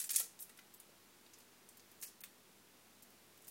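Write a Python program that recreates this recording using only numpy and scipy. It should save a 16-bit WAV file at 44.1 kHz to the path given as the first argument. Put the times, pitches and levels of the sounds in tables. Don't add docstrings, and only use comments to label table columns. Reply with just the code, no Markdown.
import sys
import numpy as np
from scipy import signal
from scipy.fft import rfft, irfft
from scipy.io import wavfile
from scipy.ndimage import uniform_filter1d

SR = 44100
rng = np.random.default_rng(int(sys.argv[2]) if len(sys.argv) > 2 else 0)


def dump(signal):
    limited = np.clip(np.atleast_2d(signal).T, -1, 1)
    pcm = np.round(limited * 32767).astype(np.int16)
    wavfile.write(sys.argv[1], SR, pcm)


def ratio_of_db(decibels):
    return 10 ** (np.asarray(decibels, float) / 20)


N = 154350


def evened(x):
    return x / np.sqrt(np.mean(x ** 2) + 1e-20)


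def read(points, hz):
    f, value = np.transpose(points)
    return np.interp(np.log(hz + 1), np.log(f + 1), value)


def add(mix, s, sound):
    part = mix[max(round(s * SR), 0):][:len(sound)]
    part += sound[:len(part)]


def causal(gain):
    cep = irfft(np.log(gain + 1e-4))
    half = len(cep) // 2
    cep = np.r_[cep[0], 2 * cep[1:half], cep[half], np.zeros(half - 1)]
    return irfft(np.exp(rfft(cep)))[:half]


def bump(f, hz, octaves):
    return np.exp(-.5 * (np.log2((f + 1) / hz) / octaves) ** 2)


def wander(rate_hz):
    t = np.arange(N) / SR
    rates = rate_hz * np.geomspace(.05, 1, 16)
    return evened(sum(np.sin(2 * np.pi * (f * t + rng.random())) / np.sqrt(f) for f in rates))


def fractures(length):
    per_s, spread_db, first_db = 2600, 4.3, 9.5
    snap_s, rise_s = .0075, .0004
    rustle_db, rustle_t60 = -5.5, 0.04
    t = np.arange(4096) / SR
    cracks = (rng.random(4096) < per_s / SR) * rng.choice([-1., 1.], 4096)
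    strength = ratio_of_db(spread_db * np.minimum(rng.exponential(size=4096), 2.5))
    clicks = cracks * strength / (1 + (t / length) ** 3)
    clicks += ratio_of_db(first_db + spread_db) / (1 + (length / snap_s) ** 4) * (t == 0)
    decay = ratio_of_db(rustle_db - 60 * np.maximum(t - length / 2, 0) / rustle_t60)
    return clicks + decay * rng.standard_normal(4096) * np.minimum(t / rise_s, 1)


def skin_and_clove(hz, body_db):
    # pitch in Hz, level in dB.
    clove_rings = [(1950, 5.5), (2480, 3)]
    skin_octaves, skirt_db, ripple_db = 0.37, -3, 1.6
    skirt_hz, skirt_top_hz = 2300 + 0.2 * hz, 2.2 * hz
    body_hz, body_octaves, body_cut_hz = 2280, 0.88, 700
    f = np.fft.rfftfreq(1024, 1 / SR)
    skirt = ratio_of_db(skirt_db) / (1 + (skirt_hz / (f + 1)) ** 4) / (1 + (f / skirt_top_hz) ** 4)
    skin = bump(f, hz, skin_octaves) + skirt
    clove = ratio_of_db(sum(db * bump(f, ring_hz, 0.042) for ring_hz, db in clove_rings))
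    body = clove * bump(f, body_hz, body_octaves) / (1 + (body_cut_hz / (f + 1)) ** 4)
    ripple = uniform_filter1d(rng.standard_normal(len(f)), size=14)
    ripple = ratio_of_db(ripple_db * evened(uniform_filter1d(ripple, size=14)))
    return causal(ripple * skin + ratio_of_db(body_db + 10.5) * np.sqrt(ripple) * body)


def crackle(peak_db, hz, body_db, length):
    sound = signal.fftconvolve(fractures(length), skin_and_clove(hz, body_db))
    rms = np.sqrt(np.mean(sound[:round((length + .002) * SR)] ** 2))
    return ratio_of_db(peak_db - 3.5) * sound / (3 * rms)


def peel():
    # start in seconds, peak in dB, skin pitch in Hz, clove body relative to skin in dB, clump length in
    # seconds.
    clumps = [(-.001, -27, 8900, -21.5, .011), (.012, -31.5, 9400, -22, 0.016),
              (.0395, -30, 7900, -18.5, 0.0075), (.0915, -28, 7100, -17, 0.0056),
              (.1032, -25.5, 9100, -17.5, 0.0053), (.1092, -23, 12500, -22, 0.0051),
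              (.1165, -29.5, 11000, -21, 0.0073), (.128, -32, 9050, -24, 0.01),
              (.1395, -28, 7640, -19.5, 0.0042), (.148, -27, 7500, -17.5, .005),
              (.156, -25, 10500, -34, 0.0038), (.1593, -14.5, 8800, -27.5, 0.0017),
              (.1618, -16, 8600, -29, 0.0033), (.1645, -21, 10500, -24, 0.0024),
              (.179, -29.5, 11000, -15, .01), (.1952, -23, 11500, -23, 0.002),
              (.1985, -22.5, 12500, -17.5, 0.0063), (.209, -31, 7200, -20, 0.0051),
              (.2194, -40, 12200, -12.5, 0.0051), (.2387, -41, 6900, -26, 0.0074),
              (.256, -46, 8000, -26, .006),
              (.3895, -43.5, 7500, -20, 0.0072), (.4035, -34.5, 11900, -36, 0.0055),
             (.4218, -33, 13000, -40, 0.004), (.4925, -47.5, 10000, -6, 0.012),
             (.5725, -47.5, 10500, -13, 0.006), (.588, -43.5, 13000, 3, 0.0067),
             (.7385, -42.5, 13000, -28, .003), (.7445, -43, 13500, -30, 0.0027),
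             (.7988, -40.5, 11200, -23, .005), (1.262, -51.5, 3500, -11, 0.005),
             (1.333, -47.5, 5800, -22, 0.011), (1.385, -49.5, 10000, -16, .004),
             (1.40, -53, 8000, -17, 0.0097), (1.688, -43.5, 8700, -33, .004),
             (1.77, -47, 11000, -21, 0.0033), (1.776, -49, 15000, -30, .004),
             (1.795, -49.5, 5490, -16, 0.0053), (1.914, -47.5, 13000, -27, .005),
              (2.001, -47, 15000, -30, .003), (2.0128, -40, 9400, -33, 0.0059),
             (2.0232, -36.5, 7900, -14, .005), (2.0289, -33.5, 9500, -13.5, 0.0032),
             (2.0334, -33, 11100, -16, 0.0036), (2.0374, -37.5, 8950, -19, 0.0044),
             (2.0435, -44, 12000, -17, .005), (2.052, -53, 10000, -20, 0.0054),
             (2.0612, -42, 10000, -22, 0.0018), (2.068, -50, 6460, -20, 0.0049),
             (2.076, -47, 5200, -16, .006), (2.083, -49, 12000, -25, .008),
             (2.2055, -38.5, 14000, -23, 0.0013), (2.2363, -32.5, 14600, -5, 0.0019),
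             (2.2405, -39, 8950, -10, 0.0025), (3.0225, -44.5, 13500, -24, 0.006),
             (3.103, -51, 14500, -26, .003), (3.3747, -49, 14600, -28, .004),
             (3.4191, -50.5, 13000, -29, .005), (3.443, -51.5, 8000, -24, 0.0096),
             (3.469, -45, 14000, -27, 0.0055), (3.479, -36.5, 12200, -22, .005),
             (3.493, -48, 12000, -21, .004),
              (.024, -38, 12000, -22, .012), (.05, -42, 13000, -28, .012), (.066, -43, 12000, -26, 0.013),
               (.1685, -34, 13000, -28, .005), (.186, -29, 8000, -23, 0.0078),
               (.3965, -40, 13500, -32, 0.0085), (.412, -41, 10500, -34, .008),
               (.4255, -40, 11000, -36, .006), (.433, -46, 12000, -34, .01),
               (2.0255, -37, 14500, -13, .005), (2.0415, -38, 14500, -23, 0.0054),
               (2.047, -44.5, 7000, -12, 0.0065), (2.065, -45, 13500, -20, .008),
               (2.072, -45, 5500, -22, .005), (2.089, -55, 9000, -24, 0.0082),
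               (2.2095, -44, 14000, -22, 0.011), (2.2445, -51, 13000, -8, 0.0069),
               (2.254, -54, 9000, -4, .012), (3.026, -50, 11000, -24, .008), (3.484, -45, 13000, -22, .008)]
    skin = np.zeros(N)
    for s, *settings in clumps:
        add(skin, s + .0012, crackle(*settings))
    return skin


def board_knock(db, hz, octaves):
    knock = causal(bump(np.fft.rfftfreq(4096, 1 / SR), hz, octaves))
    gap = np.zeros(300)
    knock = np.r_[knock, gap] + 0.4 * np.r_[gap, knock]
    return ratio_of_db(db + 6.5) * knock / abs(knock).max()


def falling_husk():
    # start in seconds, level in dB, pitch in Hz, width in octaves.
    landings = [
        (.198, -57, 490, 0.18),
        (.199, -61.5, 710, 0.21),
        (.204, -61.5, 1370, 0.054),
        (.2, -64, 1000, 0.21),
        (.89, -68, 526, 0.27),
    ]
    husk = np.zeros(N)
    for s, *settings in landings:
        add(husk, s, board_knock(*settings))
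    return husk


def kitchen(x):
    # frequency in Hz, t60 in seconds.
    decay = [(500, 0.32), (2000, 0.23), (6000, 0.31), (15000, 0.19)]
    # delay in seconds, level in dB.
    echoes = [(.0011, -14), (.0023, -8), (.0042, -14), (.0071, -15)]
    tail_db, shift_s = -8, .045
    out, turn = x.copy(), np.arange(N) / SR / shift_s
    for j in range(3):
        build_up = np.clip(np.arange(SR // 2) / SR / 0.012, 0, 1)
        taps = rng.standard_normal(SR // 2) * build_up
        hz, t, z = signal.stft(taps, SR, nperseg=128)
        fade = ratio_of_db(-60 * t / read(decay, hz)[:, None])
        tail = signal.istft(z * fade, SR, nperseg=128)[1]
        tail = ratio_of_db(tail_db) * tail / np.linalg.norm(tail)
        for k, (s, db) in enumerate(echoes):
            add(tail, s * rng.uniform(.7, 1.3), np.array([(-1) ** k * ratio_of_db(db)]))
        share = np.sqrt(2 / 3) * np.cos(np.pi * (turn + j) / 3)
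        out += signal.fftconvolve(x * share, tail)[:N]
    return out


def fridge():
    # shaft order, level in dB.
    orders = [(2, -86), (3, -90), (4, -83.5), (5, -84), (7, -84), (8, -87), (9, -87)]
    motor_hz = 49
    turn = 2 * np.pi * np.cumsum(motor_hz * (1 + .002 * wander(2.07))) / SR
    hum = np.zeros(N)
    for k, db in orders:
        level = np.sqrt(2) * ratio_of_db(db + 1.3 * wander(4.03))
        hum += level * np.sin(k * turn + 2 * np.pi * rng.random())
    return hum


def room_and_mic():
    # frequency in Hz, noise density in dB per Hz.
    floor_curve = [(18, -58), (30, -4.5), (64, -18), (86, -13.5), (233, -2), (273, -5), (345, -4),
                   (560, -7.5), (16000, -17)]
    level_db = -65.5
    hz = np.fft.rfftfreq(N, 1 / SR)
    gain = ratio_of_db(read(floor_curve, hz)) * (hz < 17000)
    noise = irfft(rfft(rng.standard_normal(N)) * gain, N)
    return ratio_of_db(level_db + 0.19 * wander(5.4)) * evened(noise)


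def scene():
    return (kitchen(peel() + falling_husk()) + room_and_mic() + fridge())[None]


def thin_bands(x):
    # start in seconds, length in seconds, low edge in Hz, high edge in Hz.
    gaps = [(.0865, .004, 1000, 12000), (.128, .003, 6000, 15000), (.18, .014, 350, 1200),
            (.387, .003, 7000, 16000), (.403, .012, 3800, 5300), (.781, .014, 6400, 8600),
            (.792, .003, 8600, 16000), (3.014, .004, 7000, 16000), (2.05, .03, 3300, 4200),
            (2.014, .008, 1800, 4000), (2.1995, .003, 6000, 16000), (2.219, .015, 3600, 8800),
            (2.217, .017, 10300, 12800)]
    hz, t, z = signal.stft(x, SR, nperseg=128, noverlap=96)
    mute = np.zeros((len(hz), len(t)), bool)
    for s, length, low, high in gaps:
        mute |= np.outer((hz > low) & (hz < high), (t > s) & (t < s + length))
    return signal.istft(z * ratio_of_db(-26 * mute), SR, nperseg=128, noverlap=96)[1][:, :N]


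def low_pass(x):
    return signal.sosfilt(signal.butter(12, 16860, fs=SR, output="sos"), x)


def record(dry):
    edge_hz, bass_cut_hz, offset = 15950, 45, -.0001
    hz = np.fft.rfftfreq(N, 1 / SR)
    band = np.clip((edge_hz - hz) / 100, 0, 1) / (1 + (bass_cut_hz / (hz + 1)) ** 4)
    mix = thin_bands(irfft(rfft(dry) * band, N)) + offset
    return low_pass(mix)


dry = scene()
out = record(dry)
dump(out)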